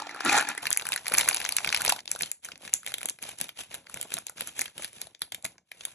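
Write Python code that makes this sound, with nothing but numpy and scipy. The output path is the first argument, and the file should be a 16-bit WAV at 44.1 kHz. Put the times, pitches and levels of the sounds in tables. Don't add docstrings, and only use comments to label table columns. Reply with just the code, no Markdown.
import sys
import numpy as np
from scipy import signal
from scipy.fft import rfft, irfft, next_fast_len
from scipy.io import wavfile

SR = 44100
rng = np.random.default_rng(int(sys.argv[2]) if len(sys.argv) > 2 else 0)


def waveform_to_disk(signal):
    frames = np.transpose(np.atleast_2d(signal))
    scaled = np.clip(frames, -1, 1) * 32767
    samples = np.round(scaled).astype(np.int16)
    wavfile.write(sys.argv[1], SR, samples)


def voltage_ratio(decibels):
    exponent = np.asarray(decibels, float) / 20
    return 10 ** exponent


N = 261954
TIME_S = np.arange(N) / SR
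KNEAD_START_S, CUT_START_S = 0.622, 2.008
KNEADING = TIME_S < CUT_START_S
FOIL_CYCLES, SWEET_CYCLES = 6.5, 14


def unit(x):
    return x / np.sqrt(np.mean(x ** 2) + 1e-20)


def peak_one(rows):
    return rows / np.abs(rows).max(axis=1, keepdims=True)


def in_time(rows):
    start_s, *columns = np.transpose(rows)
    return [np.interp(TIME_S, start_s, column) for column in columns]


def at_hz(points, hz):
    table_hz, value = np.transpose(points)
    return np.interp(np.log(hz + 1), np.log(table_hz + 1), value)


def band(x, low_hz, high_hz):
    edges_hz = [low_hz, min(high_hz, 0.45 * SR)]
    return signal.sosfilt(signal.butter(2, edges_hz, "band", fs=SR, output="sos"), x)


def dull(x):
    return signal.sosfilt(signal.cheby2(8, 45, 12400 + 900, fs=SR, output="sos"), x)


def shape(x, gain):
    size = next_fast_len(N + 4096)
    spectrum = rfft(x, size) * gain(np.fft.rfftfreq(size, 1 / SR))
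    return irfft(spectrum, size)[..., :N]


def ring(x, hz, t60_s):
    decay, turn = voltage_ratio(-60 / (t60_s * SR)), 2 * np.pi * hz / SR
    poles = [1, -2 * decay * np.cos(turn), decay * decay]
    return signal.lfilter([0, np.sin(turn)], poles, x + 1e-18)


def grains(per_s, spread_db, clump_db):
    clumps = np.repeat(rng.standard_normal(N // 256 + 1), 256)[:N]
    sizes = voltage_ratio(spread_db * np.minimum(rng.exponential(1, N), 4) + clump_db * clumps)
    return sizes * rng.choice([-1, 1], N) * (rng.random(N) < per_s / SR)


def snaps(table, rise_s, burst_s, cycles, tone, body_db, thud_db, crack_db):
    start_s, peak_db, body_hz, high_db = np.transpose(table)
    lead = 150
    t = np.arange(-lead, 1050) / SR
    noise = rng.standard_normal((len(start_s), len(t)))
    dying = np.exp(-t / burst_s) + voltage_ratio(-8.0) * np.exp(-t / (6 * burst_s))
    ragged = noise * np.abs(noise) * np.where(t < 0, np.exp(t / rise_s), dying)
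    ragged[:, t == 0] += 11.0
    rung = np.array([ring(row, hz, cycles / hz) for row, hz in zip(ragged, body_hz)])
    click = peak_one(band(ragged, 900, 5500))
    body = peak_one(tone * peak_one(rung) + click)
    thud = peak_one(band(ragged, 290, 950))
    brief = ragged * np.exp(-np.abs(t) / (4.5 * burst_s))
    crack = peak_one(band(brief, 5200, 16000))
    out = np.zeros(N + len(t))
    for k, at in enumerate((start_s * SR).astype(int)):
        mix = voltage_ratio(body_db) * body[k] + voltage_ratio(thud_db) * thud[k] + voltage_ratio(high_db[k] + crack_db) * crack[k]
        out[at:at + len(t)] += voltage_ratio(peak_db[k]) * mix
    return out[lead:N + lead]


def echoes(x, length, decay):
    spot = np.repeat(rng.integers(0, 6, len(x) // 400 + 1), 400)[:len(x)]
    tails = rng.standard_normal((6, length)) * decay(np.arange(length) / SR)
    tails = tails / np.sqrt(np.sum(tails ** 2, axis=1, keepdims=True))
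    return sum(signal.fftconvolve(x * (spot == k), tail)[:len(x)] for k, tail in enumerate(tails))


def hum():
    return voltage_ratio(-99) * unit(band(rng.standard_normal(N), 40, 3000))


def room(x):
    t60_s, tail_db, slap_s, slap_db = 0.18, -14, 0.001276, -18
    lag = round(slap_s * SR)
    slap = voltage_ratio(slap_db) * np.concatenate([np.zeros(lag), x[:-lag]])
    tail = echoes(dull(x), SR // 4, lambda t: voltage_ratio(-60 * t / t60_s) * np.clip(t / 0.0057, 0, 1))
    return x + slap + voltage_ratio(tail_db) * tail


def thumps():
    # start_s, peak_db
    bumps = [(0.659, -49), (0.922, -49), (1.128, -54), (1.131, -41), (1.282, -55), (1.576, -67),
             (1.67, -40.5), (2.211, -44), (2.519, -57), (2.645, -67), (2.732, -49), (3.41, -45),
             (3.586, -56), (3.708, -63), (3.938, -46), (4.145, -45.5), (4.388, -48.5), (4.586, -47),
             (4.761, -51), (5.216, -50), (5.325, -55), (5.444, -46.5)]
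    rise_s, fall_s, level_db = 0.0053, 0.022, 9
    push = np.zeros(N)
    for start_s, peak_db in bumps:
        since_s = TIME_S - start_s
        push += voltage_ratio(peak_db) * np.clip(since_s / rise_s, 0, 1) * np.exp(-np.maximum(since_s, 0) / fall_s)
    return voltage_ratio(level_db) * push * unit(band(rng.standard_normal(N), 80, 260))


def scissors():
    # start_s, peak_db, pitch_hz, t60_s
    handles = [
        (4.168, -29, 667, 0.05),
        (5.448, -31, 653, 0.054),
    ]
    out = np.zeros(N)
    for start_s, peak_db, pitch_hz, t60_s in handles:
        click = TIME_S * SR
        click = np.arange(N) == round(start_s * SR)
        out += ring(voltage_ratio(peak_db) * click, pitch_hz, t60_s)
    return out


def grip():
    # start_s, level_db
    squeeze = [
        (0.621, -33),
        (0.732, -52),
        (0.846, -43.5),
        (0.934, -38.5),
        (1.032, -47.5),
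        (1.183, -31),
        (1.27, -34),
        (1.552, -40),
        (1.902, -33),
        (2.005, -48),
    ]
    return in_time(squeeze)[0]


def strain(settle_db_per_s, rub_share):
    # greatest_strain_s, crinkle_db, build_up_s, hand_rub_re_crinkle_db
    strokes = [(2.03, -56.5, 0.046, 6), (2.126, -40.5, 0.06, -17), (2.221, -31.5, 0.047, -21),
               (2.458, -41, 0.041, -33.5), (2.55, -58.5, 0.12, 12.5), (2.669, -42, 0.09, -3),
               (2.748, -40, 0.04, -39), (2.902, -41, 0.086, -5.5), (3.077, -45, 0.24, -4),
               (3.246, -35, 0.044, -7.5), (3.299, -36.5, 0.11, -13), (3.427, -38, 0.073, -10.5),
               (3.607, -36, 0.064, -18), (3.753, -41, 0.079, -3), (4.025, -42, 0.21, -6),
               (4.135, -35.5, 0.032, -12), (4.18, -42, 0.17, -10), (4.293, -51.5, 0.071, -9),
               (4.42, -38, 0.079, -10), (4.48, -37.5, 0.046, -16), (4.614, -34.5, 0.085, -22),
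               (4.79, -49, 0.047, 8.5), (4.844, -38, 0.12, -17.5), (5.036, -44, 0.17, -9),
               (5.229, -50, 0.032, -8), (5.335, -47, 0.02, -3.5), (5.458, -46, 0.032, 0.5),
               (5.903, -47.5, 0.24, -10.5)]
    build_db, build_curve = 31.5, 2.63
    peak_s, crinkle_db, build_s, rub_db = np.transpose(strokes)[:, :, None]
    t = np.arange(0, N / SR + 0.01, 0.002)
    building_db = build_db * (np.abs(peak_s - t) / build_s) ** build_curve
    loss_db = np.where(t < peak_s, building_db, settle_db_per_s * (t - peak_s))
    strongest_db = (crinkle_db + rub_share * rub_db - loss_db).max(axis=0)
    return np.interp(TIME_S, t, strongest_db)


def hands(grip_db):
    thumbs_only_db = 1.5 * (TIME_S < 1)
    knead_rub_db = grip_db - 6.5 - thumbs_only_db
    cut_rub_db = np.maximum(strain(settle_db_per_s=158.5, rub_share=0.66), -80)
    rub_db = np.where(KNEADING, knead_rub_db, cut_rub_db)
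    rub = band(grains(per_s=2100, spread_db=2.5, clump_db=7.5), 200, 750)
    rumble = band(grains(per_s=560, spread_db=4.5, clump_db=2.5), 76, 237)
    return voltage_ratio(rub_db - 3.0) * unit(rub) + voltage_ratio(0.67 * rub_db - 22.5) * unit(rumble)


def jostle(grip_db):
    knocks = band(grains(per_s=160, spread_db=3.0, clump_db=3.5), 605, 1080)
    return KNEADING * voltage_ratio(grip_db - 7) * unit(knocks)


def crinkle(grip_db):
    # freq_hz, gain_db
    foil = [(500, 3), (1000, -2), (2000, -1.5), (3000, 2.5), (4500, -8.5), (7000, -10), (12000, -5),
            (16000, 12)]
    level_db = np.where(KNEADING, grip_db, strain(settle_db_per_s=238.5, rub_share=0))
    creases = grains(per_s=4000, spread_db=3.0, clump_db=2.5)
    fine = dull(shape(creases, lambda hz: voltage_ratio(at_hz(foil, hz))))
    return voltage_ratio(level_db - 8.0) * unit(fine)


def creases():
    # start_s, body_peak_db, body_hz, crack_re_body_db big creases under the thumbs, through all
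    thumb_creases = [(0.6553, -18, 1670, 5.5), (0.6693, -15.5, 2650, 2.5), (0.6753, -31, 2130, -2.5),
                     (0.7052, -21.5, 1440, 17), (0.7145, -15.5, 1800, 3), (0.729, -21.5, 3120, 20),
                     (0.7736, -18.5, 2530, 18.5), (0.8216, -25, 1350, 6), (0.8541, -25.5, 1500, 14),
                     (0.8683, -22, 2680, 13), (0.8891, -23, 1530, 14.5), (0.9214, -16, 2760, 9.5),
                     (0.9384, -18.5, 2900, 12), (0.9617, -17.5, 1910, 10.5), (0.977, -23.5, 1870, -4),
                     (1.058, -26.5, 2200, -8), (1.0676, -18.5, 2630, 7), (1.0819, -19, 4450, 14),
                 (1.1209, -20, 2200, 10.5), (1.1441, -12, 2090, 10), (1.15, -13, 2730, 3),
                 (1.1728, -24, 2160, 18.5), (1.184, -15, 2500, 21.5), (1.2008, -14.5, 2370, 9),
                 (1.211, -15.5, 3080, 8), (1.232, -22, 2450, -7.5), (1.278, -21.5, 1780, 13),
                 (1.2886, -11, 2525, 17.5), (1.298, -19.5, 1540, 11), (1.3297, -21, 4700, 9),
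                 (1.3457, -18.5, 4070, 16), (1.3698, -18.5, 5300, -1.5), (1.3807, -26, 3680, 8),
                 (1.4027, -19.5, 2430, 10), (1.4159, -20, 2260, -6), (1.4436, -22, 4830, 6.5),
                 (1.451, -15, 2650, -12), (1.4624, -19, 2840, -0.5), (1.4912, -18.5, 2650, 11.5),
                 (1.5232, -20, 4050, 14.5),
                     (1.5669, -14, 5050, 18.5), (1.585, -14, 2770, -50), (1.6467, -12.5, 2520, 5.5),
                 (1.6748, -14.5, 2230, 6), (1.6912, -17.5, 3720, -11), (1.7271, -12.5, 2720, -28.5),
                 (1.7468, -9.5, 3100, 10), (1.7636, -17.5, 2840, -19), (1.774, -15.5, 2840, 10.5),
                 (1.81, -18, 1420, 5), (1.8191, -17, 2100, 12), (1.85, -16.5, 2130, 15),
                 (1.8623, -16, 4980, 10.5), (1.8796, -13, 796, -14.5), (1.8933, -13.5, 1570, 12),
                 (1.9004, -11, 2970, 5), (1.9078, -26.5, 1870, -19), (1.923, -12.5, 900, 12),
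                 (1.963, -27.5, 1320, 10.5), (1.991, -29.5, 2370, 2)]
    # start_s, body_peak_db, body_hz,
    # crack_re_body_db
    blade_creases = [(2.005, -38, 4600, -17), (2.078, -28.5, 3580, -51), (2.1156, -29, 2450, 17),
                     (2.1611, -30, 1480, 7), (2.2093, -23.5, 2600, 1), (2.222, -31, 3700, 17.5),
                     (2.2337, -22, 3450, -11), (2.316, -35, 2550, 20.5), (2.4481, -39.5, 2350, 18),
                     (2.4875, -35.5, 1390, 6.5), (2.5189, -33, 2840, -5.5), (2.6775, -31.5, 2560, -1.5),
                     (2.7383, -21.5, 3300, 17.5), (2.8646, -27.5, 3150, 12), (2.8749, -27.5, 2580, -21),
                     (2.941, -25, 3460, 10), (2.9833, -35, 3290, 12), (3.0312, -26.5, 2450, 9),
                     (3.0573, -29.5, 3570, 17), (3.0877, -30.5, 3020, 9), (3.1026, -37.5, 4060, 10),
                     (3.1884, -40, 2160, 3.5), (3.2271, -35, 2560, 13), (3.4025, -36, 2860, 12),
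                     (3.413, -24.5, 3350, 14), (3.492, -31.5, 2800, 6.5), (3.5735, -42, 2700, -1),
                     (3.7434, -29.5, 2930, 7.5),
                     (3.943, -33, 2680, 11.5), (3.9729, -32.5, 2920, 6), (4.0133, -31.5, 3320, 16.5),
               (4.0286, -33.5, 2950, 13.5), (4.1402, -27, 4040, 15), (4.169, -28.5, 3120, 6.5),
               (4.268, -32.5, 3530, 13.5), (4.2969, -37.5, 1450, 15), (4.4086, -24, 3100, 9),
               (4.4736, -38, 1550, 18.5), (4.593, -25, 2400, 8.5), (4.6166, -23.5, 2200, 10),
               (4.6576, -29.5, 2920, 5), (4.78, -33, 3020, 9), (4.8459, -27, 5060, 9.5),
               (5.016, -27.5, 4140, 11.5), (5.149, -40.5, 3320, -22), (5.2194, -23, 3380, 9.5),
               (5.322, -27.5, 3250, 8), (5.3466, -29, 3430, 11.5), (5.4495, -26.5, 4040, 8.5),
               (5.462, -40.5, 2520, 13), (5.52, -54, 890, -25), (5.5819, -49, 1924, -5),
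               (5.7173, -33, 2300, 2.5), (5.809, -36.5, 3500, -17), (5.8526, -29, 3650, 14)]
    small_ticks = [(1.139, -21, 2200, 6), (1.1815, -28, 2520, 13), (1.1935, -24, 2180, 7.5),
                   (1.8065, -27, 1510, 0.5), (2.0574, -38, 3760, -4), (3.0155, -34, 2520, 2),
                   (3.222, -47, 2500, 1), (3.387, -46.5, 2500, 11.5), (4.121, -32.5, 2190, -3),
                   (5.884, -43.5, 1420, -3)]
    # start_s, body_peak_db, body_hz,
    # crack_re_body_db
    lesser_creases = [(0.7235, -28.5, 2310, 6), (0.7367, -27, 2870, -1), (0.7463, -32, 2250, -1),
                      (0.7641, -22, 2080, -14.5), (0.7974, -20, 2450, -6), (0.806, -34, 2470, -9),
                      (0.8126, -26, 2280, 0), (0.9041, -47, 990, -7), (0.9314, -21, 2670, -16),
                      (0.946, -35, 2020, -8), (1.0991, -30.5, 2480, 5), (1.135, -28.5, 2200, 1.5),
                      (1.1789, -16, 2090, -6), (1.2182, -25, 2200, -12), (1.2535, -31, 3850, -16),
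                      (1.2596, -24, 2156, -6), (1.2865, -11.5, 2280, -9), (1.3113, -17.5, 2526, -3),
                      (1.3531, -25, 2670, -7), (1.3638, -22.5, 2800, 3), (1.5103, -31, 1640, -12),
                      (1.5578, -42, 2540, -13.5), (1.6056, -28.5, 1980, -7), (1.653, -34, 2200, -11),
                      (1.6622, -24.5, 690, -23), (1.7026, -19, 1420, -8), (1.7549, -26, 2230, -6),
                      (1.7999, -24.5, 1420, -9), (1.8553, -22, 914, -8.5), (1.8703, -21, 2450, -5),
                      (1.8962, -18.5, 2450, 11),
                      (2.151, -27, 655, -20), (2.2599, -31, 3320, 3), (2.191, -37, 4500, 11),
                    (2.4532, -31, 2600, 6), (2.5573, -35.5, 2670, -9), (2.578, -48.5, 2410, 6.5),
                    (2.651, -30, 2630, -3), (2.695, -36, 2360, -4), (2.7323, -29.5, 2540, -15),
                    (2.746, -39, 2600, 10), (2.8325, -36, 1420, -2), (2.8468, -40, 2200, 1),
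                    (2.8819, -33, 590, 8), (2.906, -39, 2200, -6), (2.92, -27, 2320, -4),
                    (3.0093, -35, 2410, 2), (3.047, -36, 985, -6), (3.0973, -35, 2450, 17),
                    (3.2393, -31, 3420, -12), (3.2913, -35, 2450, 8), (3.3195, -44, 2200, 1),
                    (3.4427, -36, 4050, 9), (3.458, -37, 2540, -9), (3.485, -44, 3400, 5),
                    (3.5599, -52, 2200, 4), (3.587, -43, 2540, -13), (3.6506, -48, 3570, -4),
                    (3.7149, -33, 3030, -12), (3.7193, -43, 2280, -5), (3.73, -33, 2340, -8),
                    (3.7501, -31.5, 2630, 6.5), (3.7957, -55, 2420, -5), (3.8437, -47, 1600, -2),
                      (3.869, -38, 2200, -3), (3.8977, -33.5, 1450, 0), (3.961, -32.5, 1520, -1),
                    (4.18, -25.5, 3040, -11), (4.1863, -27.5, 1400, 5.5), (4.284, -40, 4050, -1),
                    (4.373, -40, 2470, -14), (4.3823, -34, 1590, -3), (4.42, -27.5, 3270, 1),
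                    (4.4242, -39, 2500, 9.5), (4.5706, -43, 2840, -4), (4.5822, -36, 2600, 4),
                    (4.604, -50, 2500, -4), (4.6115, -32, 2800, 13), (4.6428, -49, 3010, 10),
                    (4.6803, -37, 1730, -10), (4.823, -32.5, 2520, 5), (4.8367, -34, 3320, -12),
                    (4.8523, -50, 690, 14), (4.931, -41.5, 2800, 6), (4.955, -53, 1450, 10.5),
                    (5.0118, -46, 2500, 7), (5.0706, -37, 664, 2), (5.194, -54, 4000, 6),
                    (5.208, -55, 2970, 8), (5.4256, -46.5, 4140, 7.5), (5.453, -23.5, 2420, 3.5),
                    (5.4664, -42, 4220, -2), (5.4455, -35, 2440, 8), (5.834, -58, 1380, -3)]
    kneading = snaps(thumb_creases, rise_s=0.00073, burst_s=0.00075,
                     cycles=FOIL_CYCLES, tone=0.92, body_db=3.5, thud_db=-26.5, crack_db=-4.5)
    cutting = snaps(blade_creases, rise_s=0.00064, burst_s=0.0009,
                    cycles=FOIL_CYCLES, tone=1.0, body_db=7.5, thud_db=-8.5, crack_db=2.5)
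    ticks = snaps(small_ticks, rise_s=0.0014, burst_s=0.00038,
                  cycles=FOIL_CYCLES, tone=0.91, body_db=9.0, thud_db=-5.0, crack_db=10.0)
    crackle = snaps(lesser_creases, rise_s=0.0008, burst_s=0.00043,
                    cycles=FOIL_CYCLES, tone=1.0, body_db=3.5, thud_db=-23.5, crack_db=6.0)
    return kneading + cutting + ticks + dull(crackle)


def bag():
    grip_db = grip()
    return creases() + jostle(grip_db) + crinkle(grip_db) + hands(grip_db)


def sweets():
    # start_s, body_peak_db, body_hz, crack_re_body_db
    clacks = [(0.001, -26.5, 1300, 6.5), (0.021, -28.5, 840, -12), (0.0698, -28.5, 757, 0),
              (0.0936, -29, 2150, 5), (0.1112, -31.5, 1780, 3), (0.1467, -31.5, 1420, 8.5),
              (0.1624, -32.5, 1235, 6.5), (0.2045, -33.5, 1750, 7.5), (0.2073, -22, 1500, 2.5),
              (0.2498, -25.5, 1850, 17), (0.2555, -29, 1824, 8.5), (0.2607, -19, 1110, -16),
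              (0.2765, -29.5, 1340, 2.5), (0.2928, -20.5, 1796, 2.5), (0.2958, -12, 2450, 1),
              (0.3133, -24.5, 2450, -3), (0.3235, -22.5, 1350, -5), (0.3285, -23.5, 1420, 17.5),
              (0.336, -23, 1900, 1.5), (0.3454, -25.5, 1090, 0), (0.3665, -23, 1800, 16.5),
              (0.3703, -27, 1790, 9), (0.3781, -13.5, 1603, -15.5), (0.3845, -20.5, 1750, 14.5),
              (0.3959, -20, 1580, -12), (0.4105, -20, 1540, 12), (0.4261, -22, 1500, 7.5),
              (0.4731, -28.5, 1740, -3), (0.478, -40, 1600, -6), (0.4889, -25, 1740, 14.5),
              (0.4946, -33, 1860, -18), (0.5029, -29, 1680, 5.5), (0.5505, -31.5, 1560, 10),
              (0.5785, -27, 2000, 13.5)]
    # start_s, flow_db, bare_wood_part_db
    pour = [
        (0.0, -44.5, -14),
        (0.141, -49, -8.5),
        (0.238, -40, -19.5),
        (0.257, -29, -1),
        (0.375, -23.5, -21),
        (0.46, -40, -11.5),
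        (0.5, -34.5, -12.5),
        (0.544, -46, -17),
        (0.62, -48, -12.5),
    ]
    # pitch_hz, level_db, t60_s
    wood_modes = [(250, -5, 0.048), (296.4, 2, 0.097), (655, 0.5, 0.043), (826, 7.5, 0.035),
                  (1054, 6.5, 0.0099), (1160, -2, 0.032), (1420, 7, 0.043), (1620, 8, 0.0092),
                  (1800, 6.5, 0.011), (2200, 2, 0.0056), (2450, 0.5, 0.012)]
    drum_notes, modes = wood_modes[:2], wood_modes[2:]
    rattle_db, bare_db = in_time(pour)
    shell_db = -46 + 1.43 * (rattle_db + 45.0)
    boom_db = rattle_db + bare_db
    landings = snaps(clacks, rise_s=0.0017, burst_s=0.00091,
                     cycles=SWEET_CYCLES, tone=1.28, body_db=5.0, thud_db=-5.0, crack_db=-4.0)
    hail = unit(grains(per_s=2200, spread_db=3.0, clump_db=1.5))
    struck = voltage_ratio(rattle_db) * hail + voltage_ratio(-31.5) * landings
    spot_db = 3.5 * np.repeat(rng.standard_normal((len(wood_modes), N // 300 + 1)), 300, axis=1)[:, :N]
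    wood = np.zeros(N)
    for k, (pitch_hz, level_db, t60_s) in enumerate(modes):
        wood += voltage_ratio(level_db - 31) * (-1) ** k * ring(struck * voltage_ratio(spot_db[k]), pitch_hz, t60_s)
    hollow = sum(voltage_ratio(level_db) * ring(hail, pitch_hz, t60_s) for pitch_hz, level_db, t60_s in drum_notes)
    boom = voltage_ratio(boom_db + 9.5) * unit(hollow)
    shells = unit(band(grains(per_s=4000, spread_db=2.5, clump_db=2.5), 2500, 12000))
    knocks = voltage_ratio(rattle_db - 2.0) * unit(band(hail, 750, 2400))
    return band(landings + wood + knocks + boom + voltage_ratio(shell_db - 20.0) * shells, 110, SR)


def scene():
    handling = bag() + scissors() + thumps()
    played = np.where(TIME_S < KNEAD_START_S, dull(sweets()), handling)
    shots = np.split(played, [round(KNEAD_START_S * SR), round(CUT_START_S * SR)])
    x = np.concatenate([room(shot) for shot in shots]) + hum()
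    return np.array([x, x])


def band_limit(x):
    return signal.sosfilt(signal.butter(12, 16540, fs=SR, output="sos"), x)


def record(dry):
    # freq_hz, gain_db
    mic = [(20, -25), (60, -11), (200, -10.5), (1000, -4), (8000, 8.5), (10600, 10), (12200, -2.5),
           (13500, -19), (16000, -15), (17000, -45)]
    # freq_hz, left_port_lead_rad
    lead = [(20, 0), (2000, 0), (3100, 2.4), (3600, 6.8), (4620, 8.0), (4900, 9.4), (5200, 11.1),
            (5900, 12.5), (7500, 14.2), (8300, 15.45), (9500, 15.85), (10500, 17.2), (12000, 18.7),
            (13300, 18.9), (15200, 21.7)]
    # freq_hz, likeness_0_to_1
    likeness = [(30, .985), (450, .985), (650, .8), (1000, .92), (2000, .985), (2700, .85), (3400, .35),
                (4200, .65), (4900, .86), (6500, .8), (8300, .93), (9600, .92), (11500, .8), (14000, .7)]
    limit = 0.95
    scattered = echoes(dry[0], 300, lambda t: np.exp(-t / 0.001))

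    def alike(hz):
        return np.clip(at_hz(likeness, hz), 0, 1)

    def port(hz, sign):
        return voltage_ratio(at_hz(mic, hz)) * np.exp(0.5j * sign * at_hz(lead, hz))

    sides = []
    for sign in (1, -1):
        shared = shape(dry[0], lambda hz: port(hz, sign) * np.sqrt((1 + alike(hz)) / 2))
        own = shape(scattered, lambda hz: port(hz, sign) * np.sqrt((1 - alike(hz)) / 2))
        sides.append(shared + sign * own)
    return band_limit(limit * np.tanh(np.array(sides) / limit))


dry = scene()
out = record(dry)
waveform_to_disk(out)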